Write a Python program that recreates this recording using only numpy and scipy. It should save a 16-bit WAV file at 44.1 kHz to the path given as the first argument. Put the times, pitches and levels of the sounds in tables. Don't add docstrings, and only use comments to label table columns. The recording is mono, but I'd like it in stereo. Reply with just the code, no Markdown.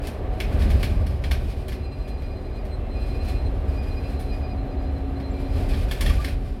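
import sys
import numpy as np
from scipy import signal
from scipy.fft import rfft, irfft, next_fast_len
from scipy.io import wavfile
from scipy.ndimage import uniform_filter1d, map_coordinates

SR = 44100
rng = np.random.default_rng(int(sys.argv[2]) if len(sys.argv) > 2 else 0)


def master_out(mix):
    frames = np.transpose(np.atleast_2d(mix))
    ceiling = np.clip(frames, -1, 1)
    pcm = np.round(ceiling * 32767).astype(np.int16)
    wavfile.write(sys.argv[1], SR, pcm)


N = 291043


def amp(db):
    return 10 ** (np.asarray(db) / 20)


def unit(x):
    return x / np.sqrt(np.mean(x ** 2) + 1e-20)


def along(points, hz):
    point_hz, value = np.transpose(points)
    return np.interp(np.log(hz + 1), np.log(point_hz + 1), value)


def curves(rows):
    seconds, *columns = np.transpose(rows)
    return [np.interp(np.arange(N) / SR, seconds, column) for column in columns]


def wobble(rate):
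    knots = rng.standard_normal(int(N * rate / SR) + 4)
    return map_coordinates(knots, [np.arange(N) * rate / SR])


def filtered(x, response):
    size = next_fast_len(N + SR // 2)
    hz = np.fft.rfftfreq(size, 1 / SR)
    return irfft(rfft(x, size) * response(hz), size)[..., :N]


def resonances(peaks, floor):
    return lambda f: floor + sum(amp(db) / (1 + ((f - hz) / width) ** 2) for hz, width, db in peaks)


# frequency in Hz, left-right correlation (no unit, held within +-1).
CHANNEL_LIKENESS = [(30, 0.66), (70, 0.79), (140, 1.05), (270, 0.83), (500, 0.82), (750, 0.48),
                    (1100, -0.46), (2000, 0.08), (4000, 0), (12000, 0)]


def rush(spectrum):
    def mid_and_side(hz):
        turn = np.arccos(np.clip(along(CHANNEL_LIKENESS, hz), -1, 1)) / 2
        return amp(along(spectrum, hz)) * [np.cos(turn), np.sin(turn)]
    mid, side = filtered(rng.standard_normal((2, N)), mid_and_side)
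    return unit(np.array([mid + side, mid - side]))


def steady(x, span):
    power = uniform_filter1d(np.mean(x ** 2, axis=0), max(int(span * SR), 9))
    return x / np.sqrt(np.abs(power) + 1e-9)


def tone(hz, spread=0):
    phase = 2 * np.pi * np.cumsum(hz) / SR
    return np.sqrt(2) * np.sin([phase + spread / 2, phase - spread / 2])


# frequency in Hz, time to fall by 60 dB in seconds.
CABIN_DECAY = [(500, 0.18), (2500, 0.27), (12000, 0.2)]


def cabin(x, wet_db):
    hz, t, noise = signal.stft(rng.standard_normal((2, SR // 3)), SR, nperseg=256)
    decay = amp(-60 * t / along(CABIN_DECAY, hz)[:, None])
    tail = signal.istft(noise * decay, SR, nperseg=256)[1]
    tail = tail / np.linalg.norm(tail[0])
    return x + amp(wet_db) * signal.fftconvolve(x, tail, axes=1)[:, :N]


# start in seconds, length in seconds, shake in dB.
ROAD_JOINTS = [(0.453, 0.32, 10), (0.844, 0.18, 5.5), (1.27, 0.07, 4), (5.515, 0.25, 6), (5.985, 0.13, 6.5)]
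BUMP_RISE_S, BUMP_RELEASE_S = 0.056, 0.077


def shake():
    t = np.arange(N) / SR
    total_db = np.zeros(N)
    for start, length, db in ROAD_JOINTS:
        rise = np.clip((t - start) / BUMP_RISE_S, 0, 1)
        release = np.exp(-np.maximum(t - start - length, 0) / BUMP_RELEASE_S)
        total_db += db * rise * release
    return total_db


# time in seconds, level in dB.
SURFACE_BOOM = [(0, -32), (1.15, -25.5), (2.25, -34.5), (2.75, -32.5), (3.45, -22.5), (3.8, -27),
                (4.6, -27), (5.3, -28.5), (6.3, -26), (6.6, -33)]
# time in seconds, level in dB.
BODY_SWAY = [(0, -35), (0.4, -26.5), (0.9, -35), (1.9, -32.5), (3.0, -29), (4.8, -47), (5.35, -29),
             (5.6, -25.5), (6.15, -23.5), (6.6, -32)]
# time in seconds, level in dB.
TYRE_LEVEL = [(0, -36), (0.5, -36), (1.0, -39), (1.95, -41.5), (3.3, -37), (4.9, -38), (5.6, -37),
              (6.15, -38.5), (6.6, -44)]
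# frequency in Hz, relative level in dB per Hz.
SWAY_SPECTRUM = [(15, -32), (26, -19), (34, 1.5), (48, -3.5), (58, -6.5), (90, -50), (150, -120)]
BOOM_SPECTRUM = [(15, -42), (25, -14), (32, -2.5), (42, 0), (52, -1.5), (66, 1.5), (80, -2), (102, -9),
                 (125, -16.5), (160, -50), (280, -120)]
PANEL_SPECTRUM = [(62, -34), (105, -2), (135, 1), (178, -8.5), (209, -3), (242, -5.5), (275, -11.5),
                  (300, -21), (390, -34), (660, -120)]
TYRE_SPECTRUM = [(160, -29), (270, -6.5), (310, -9.5), (380, -6), (490, -10), (630, -8), (690, -11.5),
                 (760, -13), (920, -17.5), (1500, -24), (1950, -42.5), (3300, -120)]
AIR_SPECTRUM = [(590, -5.5), (1000, -10), (1150, 5.5), (1410, -20.5), (1550, -3.5), (2460, -6.5),
                (3600, -15), (4190, -12), (4380, -19.5), (6350, -29.5), (12700, -31), (15800, -38)]
PANEL_DB, PANEL_FOLLOWS, PANEL_SHAKE = -38.5, 0.29, 0.89
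AIR_DB, AIR_FOLLOWS, AIR_SHAKE = -48, 0.83, 0.51
TYRE_SHAKE = 0.31


def road():
    (surface_db,), (tyre_db,), (sway_db,) = curves(SURFACE_BOOM), curves(TYRE_LEVEL), curves(BODY_SWAY)
    shake_db = shake()
    panel_db = PANEL_DB + PANEL_FOLLOWS * (surface_db - surface_db.mean()) + PANEL_SHAKE * shake_db
    air_db = AIR_DB + AIR_FOLLOWS * (tyre_db - tyre_db.mean()) + AIR_SHAKE * shake_db
    boom = amp(surface_db + shake_db + 0.2) * steady(rush(BOOM_SPECTRUM), span=0.16)
    panels = amp(panel_db) * steady(rush(PANEL_SPECTRUM), span=0.16)
    sway = amp(sway_db) * steady(rush(SWAY_SPECTRUM), span=0.18)
    tyres = amp(tyre_db + TYRE_SHAKE * shake_db) * rush(TYRE_SPECTRUM)
    air = amp(air_db) * rush(AIR_SPECTRUM)
    return sway + boom + panels + tyres + air


# time in seconds, pitch in Hz.
DRONE_PITCH = [(0, 285), (1.5, 280), (3, 275.5), (4.5, 272.5), (5.6, 271.3), (6.6, 271.5)]
# time in seconds, pitch in Hz.
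WHINE_PITCH = [(0.3, 741), (1.5, 760.5), (3, 747), (4.5, 742.7), (5.6, 734.4), (6.6, 738)]
# time in seconds, drone level in dB, gear whine level in dB.
DRIVE_LOAD = [(0, -43, -65), (0.33, -61, -42), (0.55, -46, -51.5), (1.4, -49.5, -54), (2.7, -49.5, -55),
              (3.15, -43, -49), (4.1, -43, -50.5), (4.6, -39.5, -45), (5.55, -36, -48), (5.9, -43.5, -52),
              (6.6, -42, -52)]
FIRING_DB, MESH_DB = -6.5, -49
MESH_RATIO = 1.352


def drivetrain():
    (drone_hz,), (whine_hz,) = curves(DRONE_PITCH), curves(WHINE_PITCH)
    drone_db, whine_db = curves(DRIVE_LOAD)
    firing_db = FIRING_DB + curves(SURFACE_BOOM)[0] + 0.55 * shake()
    firing = amp(firing_db + 2.6 * wobble(6.1)) * tone(drone_hz / 4 + 1.5 * wobble(9))
    drone = amp(drone_db + 0.78 * wobble(15)) * tone(drone_hz + 0.51 * wobble(14), spread=0.069)
    mesh = amp(MESH_DB + 2.2 * wobble(14)) * tone(MESH_RATIO * drone_hz + 1.24 * wobble(25), spread=0.47)
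    whine = amp(whine_db + 1.1 * wobble(15)) * tone(whine_hz + 1.5 * wobble(25.36), spread=0.99)
    return firing + drone + mesh + whine


# time in seconds, level in dB.
CHATTER_LEVEL = [(0, -38), (0.22, -63.5), (0.45, -48.5), (0.8, -42.5), (1.0, -50), (1.45, -48), (1.9, -59),
                 (2.85, -59.5), (3.28, -46.5), (3.5, -56), (3.7, -51), (4.2, -51), (4.55, -60.5),
                 (5.05, -62), (5.5, -50), (5.74, -41.5), (6.25, -43), (6.45, -54.5)]
# frequency in Hz, relative level in dB per Hz.
TRIM_SPECTRUM = [(880, -44), (1500, 2.5), (1740, -5), (2740, -5.5), (3570, -6), (5090, -6.5), (6140, -16.5),
                 (8010, -16), (8920, -14.5), (11900, -14.5), (15800, -24)]
# frequency in Hz, half width in Hz, strength in dB.
JINGLE_MODES = [(2460, 60, 4), (2630, 54, -8), (9100, 89, -2)]


def chatter():
    struck = rng.random(N) < 130 / SR
    contacts = struck * amp(np.minimum(4 * rng.exponential(size=N), 14))
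    t = np.arange(SR // 10) / SR
    decay = amp(-120 * t / 0.14)
    power = np.abs(signal.fftconvolve(contacts ** 2, decay)[:N])
    trim = filtered(rush(TRIM_SPECTRUM), resonances(JINGLE_MODES, floor=1))
    return amp(curves(CHATTER_LEVEL)[0]) * unit(cabin(np.sqrt(power) * trim, wet_db=7.0))


# centre in seconds, pitch in Hz, level in dB, half length in seconds.
TRIM_SQUEAKS = [(4.215, 9240, -50.5, 0.012), (5.32, 7500, -58, .01), (5.385, 2360, -53.5, 0.081),
                (6.108, 1165, -35.5, 0.012), (6.203, 1180, -36, 0.014)]


def squeaks():
    t = np.arange(N) / SR
    waver, flutter_db = 0.005 * wobble(200), 1.5 * wobble(120)
    out = np.zeros((2, N))
    for centre, hz, db, half_length in TRIM_SQUEAKS:
        swell = np.exp(-np.abs((t - centre) / half_length) ** 1.25)
        out += amp(db + flutter_db) * swell * tone(hz * (1 + waver), spread=1.0)
    return cabin(out, wet_db=-13)


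# start in seconds, strength in dB, treble in dB re strength, rise in seconds.
FITTING_STRIKES = [(0.07, -34, -10, .001), (0.401, -25, -15.5, 0.0016), (0.616, -32.5, -20, .002),
                   (0.700, -23.5, -12.5, 0.013), (0.828, -22, -15.5, 0.0042), (1.064, -38.5, -12, .0015),
                   (1.238, -30, -19.5, 0.0011), (1.31, -22, -16.5, 0.0036), (1.680, -30, -11, 0.0079),
                   (1.719, -31, -15.5, .004), (2.075, -36.5, -10.5, 0.0087), (2.219, -45, -17, .002),
                   (2.65, -45, -12, .002), (3.28, -26.5, -11, 0.024), (4.192, -34, -6, 0.022),
                   (5.2, -40, -18.5, 0.0033), (5.733, -27.5, -20, .005), (5.911, -25.5, -12, 0.002),
                   (6.0073, -22.5, -10, 0.0023), (6.060, -22.5, -17, 0.0024), (6.094, -26.5, -13, .002),
                   (6.244, -27.5, -14.5, 0.0011), (6.28, -33.5, -14, 0.0013)]
# frequency in Hz, relative level in dB per Hz.
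CLACK_SPECTRUM = [(530, -36), (900, -3), (1050, -1), (1160, 0), (1280, -4), (1470, -1), (2110, 1),
                  (3380, -2), (3750, -4), (5260, -6), (7500, -29), (9750, -49), (16500, -120)]
TICK_SPECTRUM = [(3530, -3), (6000, -3), (7290, -6), (8330, -4.5), (9140, -1), (12100, -2.5), (15800, -12)]
# frequency in Hz, half width in Hz, strength in dB.
FITTING_MODES = [(1746, 15, 7), (2090, 55, -4.5), (2460, 220, -3), (3300, 58, 1), (4200, 390, -5)]


def rattles():
    t = np.arange(SR // 5) / SR
    low, high = np.zeros((2, N + SR))
    for start, db, treble_db, rise in FITTING_STRIKES:
        blow = amp(db - 60 * t / 0.06) * (1 - np.exp(-t / max(rise, 1e-4)))
        first = round(start * SR)
        low[first:][:len(t)] += blow
        high[first:][:len(t)] += amp(treble_db) * blow
    ringing = unit(filtered(rush(CLACK_SPECTRUM), resonances(FITTING_MODES, floor=0.78)))
    clack = amp(0.5) * low[:N] * ringing
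    tick = amp(7.0) * high[:N] * rush(TICK_SPECTRUM)
    panel = rush([(100, -27), (250, 5.5), (700, 3.5), (1500, -27), (3000, -60)])
    knock = amp(-9.5) * low[:N] * panel
    contacts = amp(2.52 * wobble(600))
    return cabin((clack + tick + knock) * contacts, wet_db=0.0)


# start in seconds, end in seconds, pitch in Hz, level in dB, octave in dB
# re level, dip between rubs in dB, weakening of every second rub in dB, lag of the rub in seconds.
SQUEAL_SPELLS = [(1.678, 2.59, 4104, -53, -18, 14, 3.5, 0.00059),
                 (2.689, 2.78, 4100, -50.5, -15, 12, 3, -.004),
                 (2.886, 3.482, 4104, -48.5, -19, 11, 1, 0.012), (3.73, 3.80, 4100, -56, -28, 7, 2, 0),
                 (3.898, 4.333, 4090, -52, -25, 8, 0.5, -0.0095),
                 (4.404, 5.188, 4100, -53.5, -28, 13, 4, 0.0075),
                 (5.21, 5.60, 4110, -54, -29, 10, -2.5, -0.0013),
                 (1.62, 2.653, 2443, -59, -5.5, 7, 0, 0.036),
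                 (2.939, 3.42, 2460, -52, -9.5, 6, -0.5, 0.064),
                 (3.679, 4.116, 2453, -56.5, -5.5, 7, -6, 0.044),
                 (4.29, 4.53, 2453, -54, -3.5, 11, -3.5, .04), (4.699, 4.90, 2445, -57.5, -3, 9, 4, 0.037),
                 (5.351, 5.57, 2440, -65, 1, 11, -7, 0.053), (1.75, 2.22, 2683, -64.5, -37, -1, -3, 1),
                 (2.79, 3.40, 2674, -65.5, -33, 0, -8, 0.0051),
                 (3.987, 4.16, 2665, -68, -27, -9, -7, -0.0044)]
WHEEL_HZ, WHEEL_SLOWS_HZ_PER_S, FIRST_RUB_S = 5.68, 0.14, 1.668
RUB_FADE_S, RUB_FLUTTER_DB = 0.032, 3


def squeals():
    t = np.arange(N) / SR
    out = np.zeros((2, N))
    waver, flutter_db = 0.0031 * wobble(130), RUB_FLUTTER_DB * wobble(45)
    for start, end, hz, db, octave_db, dip_db, uneven_db, lag in SQUEAL_SPELLS:
        spell = np.clip(np.minimum(t - start, end - t) / RUB_FADE_S + 0.5, 0, 1)
        on = spell > 0
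        since = t[on] - FIRST_RUB_S - lag
        angle = 2 * np.pi * (WHEEL_HZ * since - WHEEL_SLOWS_HZ_PER_S * since ** 2 / 2)
        pulse_db = -dip_db * np.sin(angle) ** 2 - uneven_db * np.sin(angle / 2) ** 2
        rub = spell[on] * amp(db + pulse_db + flutter_db[on])
        pitch = hz * (1 + waver[on])
        octave = amp(octave_db) * tone(2 * pitch, spread=1.0)
        out[:, on] += rub * (tone(pitch, spread=1.0) + octave)
    return cabin(out, wet_db=-13)


def balanced(x, left_minus_right):
    def gains(hz):
        return np.sqrt(2 / (1 + amp(np.outer([-2, 2], along(left_minus_right, hz)))))
    return filtered(x, gains)


# frequency in Hz, left minus right in dB.
MICROPHONE_BALANCE = [(100, 0), (160, -4.5), (270, 0), (740, -2.5), (1220, -5.5), (2010, -10), (3330, 1),
                      (5500, 2), (6600, 14), (8000, 28), (9200, 15), (10000, 0), (12500, 4), (14500, 25)]
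RATTLE_BALANCE = [(250, -1), (1200, -4), (2000, -5), (3300, -3.5), (6000, 6), (12000, 5.5)]


def scene():
    bus = road() + drivetrain() + chatter() + squeaks() + squeals()
    return balanced(bus, MICROPHONE_BALANCE) + balanced(rattles(), RATTLE_BALANCE)


TOP_HZ = 16050


def record(dry):
    return filtered(dry, lambda hz: hz < TOP_HZ)


dry = scene()
out = record(dry)
master_out(out)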